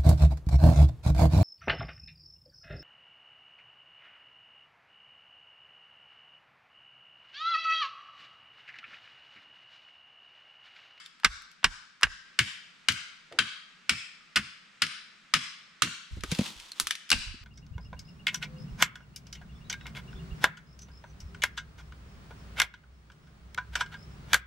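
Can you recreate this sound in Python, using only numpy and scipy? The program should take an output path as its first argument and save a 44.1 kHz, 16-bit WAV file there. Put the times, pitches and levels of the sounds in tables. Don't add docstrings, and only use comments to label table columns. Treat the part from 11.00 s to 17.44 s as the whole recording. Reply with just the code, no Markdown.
import sys
import numpy as np
from scipy import signal
from scipy.fft import rfft, irfft
from scipy.io import wavfile
from scipy.ndimage import uniform_filter1d

SR = 44100
rng = np.random.default_rng(int(sys.argv[2]) if len(sys.argv) > 2 else 0)


def unload_wav(signal):
    wavfile.write(
        sys.argv[1],
        SR,
        np.round(np.clip(np.atleast_2d(signal).T, -1, 1) * 32767).astype(np.int16),
    )


N = 284004
TIME = np.arange(N) / SR
AGE = np.arange(SR // 2) / SR

STEP_BACK_S = 1.25
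CLOSE = dict(ring_t60=0.067, body_db=4.5, top_hz=11500, near_db=-16, far_db=-6.5, echo_dip_db=-10,
             mode_echo_db=2.5, snap_echo_db=-20, thud_t60=0.098, deep_db=-7)
AFAR = dict(ring_t60=0.096, body_db=-3.0, top_hz=18000, near_db=1, far_db=0, echo_dip_db=-0.36,
            mode_echo_db=-8, snap_echo_db=3.5, thud_t60=0.2, deep_db=1)
def mic_position(s):
    return CLOSE if s < STEP_BACK_S else AFAR


def from_db(db):
    return 10 ** (np.asarray(db) / 20)


def rms_one(x):
    return x / np.sqrt(np.mean(x ** 2) + 1e-20)


def at_hz(points, hz):
    points = np.array(points)
    return np.interp(np.log(hz), np.log(points[:, 0]), points[:, 1])


def bins(size):
    return np.maximum(np.arange(size // 2 + 1) * SR / size, 1)


def dying(t60, hold=0):
    return np.exp(-np.log(1000) * np.maximum(AGE - hold, 0) / t60)


def cut(x, hz, kind, order=2):
    return signal.sosfilt(signal.butter(order, hz, kind, fs=SR, output="sos"), x + 1e-18)


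def add(track, s, sound):
    start = int(s * SR)
    sound, start = sound[..., max(-start, 0):], max(start, 0)
    track[:, start:start + sound.shape[-1]] += sound[..., :N - start]


def burst(noise, shape):
    out = noise * shape
    return out * np.sqrt(np.mean(shape ** 2) / np.mean(out ** 2))


# frequency_hz, level_db
CREEK_SPECTRUM = [(30, -6), (90, -14.5), (180, 6), (300, -7), (650, -11), (900, -9.5), (1300, 2.5),
                  (2500, 1), (5000, -8.5), (8000, -16.5), (11000, -34), (16000, -45)]
def creek(level_db=-59, shared=0.98, sheltered_db=-4.0):
    water = rng.standard_normal((2, N)) + shared * rng.standard_normal(N)
    wash = rms_one(irfft(rfft(water) * from_db(at_hz(CREEK_SPECTRUM, bins(N))), N))
    return from_db(level_db + sheltered_db * (TIME < STEP_BACK_S)) * wash


# band_hz, level_db, far_t60_s
FOREST_BANDS = [(155, -22, 0.27), (610, -19.5, 0.28), (1470, -9.5, 0.69), (2550, -8.5, 0.64),
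                (4520, -9.5, 0.72), (7180, -10, 0.5), (14800, -18, 0.12)]
def forest_echo(sound, near_db, far_db, near_t60=0.28, bank_s=0.067, bank_rise_s=0.014, shared=0.61):
    age, log_hz = np.arange(SR) / SR, np.log(bins(SR))
    scatter = rfft(rng.standard_normal((2, SR)) + shared * rng.standard_normal(SR)) / np.hypot(1, shared)
    near = (1 - np.exp(-(age / 0.0033) ** 2)) * np.exp(-np.log(1000) * age / near_t60)
    near = from_db(near_db - 2) * near / np.linalg.norm(near)
    arrival = 1 + np.tanh((age - bank_s) / bank_rise_s / 2)
    echo, centres = 0, np.log([row[0] for row in FOREST_BANDS])
    for share, (_, db, t60) in zip(np.eye(len(FOREST_BANDS)), FOREST_BANDS):
        far = arrival * np.exp(-np.log(1000) * age / t60)
        far = from_db(far_db - 4) * far / np.linalg.norm(far)
        band = irfft(scatter * np.interp(log_hz, centres, share), SR)
        echo = echo + from_db(db) * band * np.hypot(near, far)
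    echo = echo * from_db([[1.5], [-1.5]])
    return signal.fftconvolve(sound[None], echo, axes=1)[:, :N]


# frequency_hz, level_db
LEAF_SPECTRUM = [(180, -31), (300, -13.5), (425, -23), (470, -22.5), (749, -21), (930, -13), (1750, -20),
                 (3290, -10), (8640, -22.5), (16000, -39)]
# start_s, end_s, level_db
RUSTLES = [(5.13, 5.173, -59), (5.264, 5.683, -52), (5.309, 5.407, -43.5), (5.431, 5.477, -39.5),
           (5.777, 5.92, -50.5), (6.163, 6.266, -59)]
def rustle(grains_per_s=1500, hiss=0.83, rise_db_per_s=324, fall_db_per_s=196):
    sizes = from_db(2.5 * np.minimum(rng.exponential(1, N), 4)) * rng.choice([-1, 1], N)
    grains = sizes * (rng.random(N) < grains_per_s / SR)
    grains = rms_one(grains * (1 + 0.13 * rng.standard_normal((2, N))))
    crackle = grains + hiss * rng.standard_normal((2, N))
    crackle = irfft(rfft(crackle) * from_db(at_hz(LEAF_SPECTRUM, bins(N))), N)
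    levels = [db - rise_db_per_s * np.maximum(start - TIME, 0) - fall_db_per_s * np.maximum(TIME - end, 0)
              for start, end, db in RUSTLES]
    return rms_one(crackle) * from_db(np.max(levels, axis=0))


# start_s, level_db
MIC_JOLTS = [(5.108, -33), (5.195, -40), (5.281, -39), (5.555, -51), (5.8, -46.5), (6.129, -34),
             (6.262, -34.5), (6.41, -44)]
def mic_rumble(band_hz=(22, 66), t60=0.26, blow_db=-36.5):
    out = np.zeros((2, N))
    close_blows = [(s + THUD_DELAY_S, blow_db) for s, *_ in CRACKS if 0 < s < STEP_BACK_S]
    for s, db in close_blows + list(MIC_JOLTS):
        shared, opposed = cut(rng.standard_normal((2, len(AGE))), band_hz, "band")
        shake = burst(shared * [[.5], [1]] + 0.37 * opposed * [[1], [-1]], dying(t60))
        add(out, s, from_db(db) * cut(shake, 2 * band_hz[1], "low"))
    return out


def thud(hz, t60, deep_db, swell_s=0.0047, width=1.55, deep_hz=90):
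    shape = (1 - np.exp(-AGE / swell_s)) * dying(t60)
    knock = burst(cut(rng.standard_normal(len(AGE)), [hz / width, hz * width], "band"), shape)
    deep = burst(cut(rng.standard_normal(len(AGE)), [deep_hz / width, deep_hz * width], "band"), shape)
    return cut(knock + from_db(deep_db) * deep, 2 * hz, "low")


# start_s, level_db, pitch_hz, t60_s, deep_db
DULL_KNOCKS = [(2.312, -45, 456, 0.34, -17), (5.168, -34.5, 230, 0.046, 7.5), (5.234, -28.5, 267, 0.047, 0),
               (5.799, -41.5, 259, 0.083, -9), (6.116, -27.5, 706, 0.075, -20),
               (6.339, -38, 166, 0.062, -11)]
def dull_knocks():
    out = np.zeros((2, N))
    for s, db, hz, t60, deep_db in DULL_KNOCKS:
        add(out, s, from_db(db) * thud(hz, t60, deep_db))
    return out


LEAF_LEAD_S = 0.0056
# start_s, level_db, pitch_hz, t60_s, crushed_leaves_db
ROCK_BOUNCES = [(5.3214, -17.5, 170, 0.052, -26), (5.3923, -10, 213, .034, -30.5),
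                (5.413, -18.5, 220, 0.038, -35.5)]
def dropped_rock(knock_hz=480, knock_db=-19.0, clod_hz=510, clod_db=-18.5):
    out = np.zeros((2, N))
    for s, db, hz, t60, _ in ROCK_BOUNCES:
        push = np.sin(2 * np.pi * hz * AGE) + from_db(knock_db) * np.sin(2 * np.pi * knock_hz * AGE)
        add(out, s, from_db(db) * cut(push * dying(t60), [70, 800], "band"))
        add(out, s - LEAF_LEAD_S, from_db(db + clod_db) * thud(clod_hz, t60=0.054, deep_db=-11.0))
    return out


# start_s, peak_db, pitch_hz
BLADE_PINGS = [(0.0607, -36, 3630), (5.719, -30, 4270), (5.733, -40, 4100)]
def blade(t60=0.019):
    out = np.zeros((2, N))
    for s, db, hz in BLADE_PINGS:
        add(out, s, from_db(db) * np.sin(2 * np.pi * hz * AGE) * dying(t60))
    return out


# frequency_hz, likeness_0_to_1
MIC_LIKENESS = [(200, 0.78), (1500, 0.93), (3000, 0.74), (6000, 0.84), (12000, 0)]
# frequency_hz, left_minus_right_db
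MIC_BALANCE = [(700, -2), (1400, -0.5), (2400, 3.5), (4500, 4.5), (6200, 2), (8500, -6), (13000, -15.5)]
def wood_noise(spectrum, tilt_db, body_db=0, pan_db=0, modes=(), body_hz=1036, body_octaves=0.54):
    hz = bins(len(AGE))
    hollow_db = body_db * np.exp(-(np.log2(hz / body_hz) / body_octaves) ** 2 / 2)
    colour = from_db(at_hz(spectrum, hz) + hollow_db + tilt_db * np.log2(np.maximum(hz, 700) / 2500))
    crowding = sum(from_db(db) / (1 + (np.log2(hz / centre) / 0.062) ** 2) for centre, db in modes)
    colour = colour * (1 + 1.73 * crowding)
    mid, side = np.exp(2j * np.pi * rng.random((2, len(hz))))
    alike, sides = at_hz(MIC_LIKENESS, hz), np.array([[1], [-1]])
    stereo = np.sqrt(1 + alike) * mid + np.sqrt(1 - alike) * side * sides
    treble_pan_db = pan_db / (1 + (1900 / hz) ** 4)
    lean = from_db(sides * (at_hz(MIC_BALANCE, hz) + treble_pan_db) / 2)
    return rms_one(irfft(colour * lean * stereo, len(AGE)))


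# frequency_hz, level_db
FIBRE_SPECTRUM = [(200, 2.5), (700, -11), (1300, 4.5), (2800, 5.5), (5000, -1), (7000, -8.5),
                  (10000, -14.5), (16000, -41)]
def snap(t60, tilt_db, body_db=0, rise_s=0.00024, after_db=-12.5, after_t60=0.089):
    decay = np.hypot(dying(t60, hold=0.00053), from_db(after_db) * dying(after_t60))
    shape = (1 - np.exp(-AGE / rise_s)) * decay
    return cut(burst(wood_noise(FIBRE_SPECTRUM, tilt_db, body_db), shape), 1000, "high")


# start_s, level_db, tilt_db_per_octave, hollow_body_db
FIBRE_SNAPS = [ (.061, -41.5, 4, -11), (.199, -47, 3, 16), (0.234, -31.5, -4.5, 12), (.42, -46.5, 7, -3),
               (.515, -49.5, 6, -7), (.2564, -19, -6.5, -5), (.630, -30, -11.5, -6), (1.011, -37.5, 5, 21),
               (1.022, -32, -3.5, 13), (1.069, -32.5, -9.5, -3), (1.9212, -26.5, 5, -9),
               (2.324, -40, -0.5, 4), (2.933, -31, -4, -2), (3.866, -28.5, -1.5, -18),
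               (4.3666, -27, -3, 0.5), (4.873, -29.5, -9, -7), (5.207, -40.5, 1.5, -7),
               (5.236, -24.5, 4, 14), (5.3493, -29.5, 5, 0), (5.462, -30.5, 1, -3), (5.599, -37, 3.5, -12),
               (5.718, -36, 7, 1), (5.799, -12.5, 10.5, 19), (5.8701, -20, 6, 7), (5.908, -16.5, 2.5, -4),
               (5.9529, -29.5, 3.5, -4), (6.092, -35.5, 5.5, 8), (6.103, -15, 5.5, 3)]
def snaps(neutral_t60=0.02, crush_t60=0.063, crush_tilt_db=3):
    direct, sent = np.zeros((2, 2, N))
    sounds = [(s, tilt_db, from_db(db) * snap(neutral_t60 * 2 ** (-tilt_db / 10), tilt_db, body_db))
              for s, db, tilt_db, body_db in FIBRE_SNAPS]
    sounds += [(s - LEAF_LEAD_S, crush_tilt_db, from_db(leaves_db) * snap(crush_t60, crush_tilt_db))
               for s, *_, leaves_db in ROCK_BOUNCES]
    for s, tilt_db, sound in sounds:
        add(direct, s, sound)
        beaming_db = 0.82 * max(tilt_db, 0)
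        add(sent, s, from_db(mic_position(s)["snap_echo_db"] - beaming_db) * sound)
    return direct, forest_echo(sent.mean(axis=0), near_db=-3.5, far_db=-5.5)


def splinters(t60=0.11, per_s=260, grain_s=0.00007):
    sizes = from_db(-np.minimum(rng.exponential(1, len(AGE)), 3))
    breaks = sizes * (rng.random(len(AGE)) < per_s / SR)
    return signal.lfilter([1], [1, -np.exp(-1 / (grain_s * SR))], breaks + 1e-9) * dying(t60)


def all_round(sound):
    power = uniform_filter1d(np.abs(rfft(sound)) ** 2, size=160)
    pulse = np.roll(irfft(np.sqrt(np.abs(power)), len(sound)), 200)
    return pulse * (AGE < .01)


def crack_echo(front, notes, tear_s, mic, round_db=0.75, front_db=-9.0, dip_hz=(1810, 3420)):
    carry_db = -2.5 * np.log2(max(tear_s / 0.0039, 1))
    sent = from_db(round_db) * all_round(front) + from_db(front_db) * front
    sent = from_db(carry_db) * (sent + from_db(mic["mode_echo_db"]) * notes)
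    sent = sent + (from_db(mic["echo_dip_db"]) - 1) * cut(sent, dip_hz, "band", order=1)
    return forest_echo(sent, mic["near_db"], mic["far_db"])


# frequency_hz, level_db
CRACK_SPECTRUM = [(200, -25), (600, -16), (900, -29.5), (1250, 3.5), (2000, -2), (2900, 1), (3700, -2.5),
                  (5200, -0.5), (6400, -10), (7500, -10), (9500, -15), (11000, -25.5), (15500, -43.5)]
RING_SPECTRUM = [(200, -16), (700, -23), (950, -12), (1250, -5.5), (1700, 0), (2900, -6.5), (3700, -7),
                 (5200, -13), (6500, -15.5), (9500, -22), (11500, -32), (15500, -50)]
# pitch_hz, level_db
SHARED_MODES = [(2200, -9), (2830, -2.5)]
# start_s, level_db, tear_s, tilt_db_per_octave,
# low_mode_hz, low_mode_db, second_mode_hz, second_mode_db, treble_left_minus_right_db, thud_db
CRACKS = [ (-.16, -12.5, 0.0047, -0.5, 1330, -13, 4640, -9, -11, -38),
          (0.2451, -15, 0.0047, -1.1, 1530, -8, 5530, -8, -7, -36.5),
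          (0.642, -14, 0.0035, -1.9, 1670, -13, 5200, -8, -3.5, -35),
          (1.0307, -15, 0.0054, -1.5, 1590, 2, 2747, 1, -7, -41.5),
          (1.3892, -15.5, 0.0012, 0.5, 1533, 0.5, 2200, -1, 1, -34.5),
          (1.8845, -16, 0.0027, 1.55, 1554, 2.5, 2340, 1.5, 4, -37),
          (2.3871, -16, 0.0031, -0.15, 1548, 6.5, 3113, 1, 5, -38),
          (2.893, -18.5, 0.003, 0.7, 1422, -1, 4980, -12, -0.5, -36.5),
          (3.358, -21.5, 0.018, -1, 1480, -2.5, 2500, -7, -4, -33),
          (3.8187, -17, 0.0019, .5, 1420, 1, 4370, -4.5, 0, -39),
          (4.3376, -15.5, 0.0021, .5, 1246, -3.5, 2020, -15, 2.5, -34),
          (4.82, -16.5, 0.0011, 1, 1240, 0.5, 2046, -32, -8.5, -31.5),
          (6.1148, -15.5, 0.00057, 0.8, 1560, -3, 2850, 2.5, 1, -35),
          (6.1265, -24, 0.0046, 2.2, 1580, -24, 2656, 10.5, -3, -36.5)]
def sapling_cracks(rise_s=0.0011, crack_t60=0.018, mode_t60=0.032, ring_db=-2.0, splinter_db=-26.0):
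    direct, echoes = np.zeros((2, 2, N))
    rise = 1 - np.exp(-AGE / rise_s)
    for s, db, tear_s, tilt_db, low_hz, low_db, second_hz, second_db, pan_db, _ in CRACKS:
        mic = mic_position(s)
        shared = [(hz * (1 + 0.016 * rng.standard_normal()), level) for hz, level in SHARED_MODES]
        modes = [(low_hz, low_db), *shared, (second_hz, second_db)]
        crack = wood_noise(CRACK_SPECTRUM, tilt_db, mic["body_db"], pan_db, modes)
        crack = burst(crack, rise * dying(crack_t60, tear_s))
        ring = wood_noise(RING_SPECTRUM, tilt_db, mic["body_db"], pan_db, modes)
        ring = from_db(ring_db) * burst(ring, rise * dying(mic["ring_t60"], tear_s))
        fibres = from_db(splinter_db) * wood_noise(FIBRE_SPECTRUM, tilt_db, pan_db=pan_db) * splinters()
        click = burst(wood_noise(CRACK_SPECTRUM, tilt_db + 1.5, pan_db=pan_db), dying(0.0083, hold=0.0026))
        click = np.roll(click, int(0.001 * SR), axis=1)
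        wood = cut(crack + ring + fibres + click, mic["top_hz"], "low")
        notes = sum(from_db(level) * np.sin(2 * np.pi * hz * AGE) for hz, level in modes)
        notes = notes * rise * dying(mode_t60)
        add(direct, s, from_db(db) * (wood + notes))
        add(echoes, s, from_db(db) * crack_echo(wood.mean(axis=0), notes, tear_s, mic))
    return direct, echoes


THUD_DELAY_S = 0.00624
def stick_foot(pitch_hz=158.3, deep_db_per_s=-4):
    out = np.zeros((2, N))
    for s, *_, thud_db in CRACKS:
        mic = mic_position(s)
        deep_db = mic["deep_db"] + deep_db_per_s * max(s - STEP_BACK_S, 0)
        add(out, s + THUD_DELAY_S, from_db(thud_db) * thud(pitch_hz, mic["thud_t60"], deep_db))
    return out


def scene():
    wood, wood_echo = np.add(sapling_cracks(), snaps())
    wood[0] = np.roll(wood[0], 1)
    thuds = stick_foot() + dull_knocks() + dropped_rock() + mic_rumble()
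    thud_echo = forest_echo(thuds.mean(axis=0), near_db=-1.5, far_db=0.0)
    return wood + blade() + wood_echo + thuds + thud_echo + rustle() + creek()


def record(dry, cutoff_hz=15900):
    return signal.sosfilt(signal.ellip(10, .1, 80, cutoff_hz, fs=SR, output="sos"), np.tanh(dry))


dry = scene()
out = record(dry)
unload_wav(out)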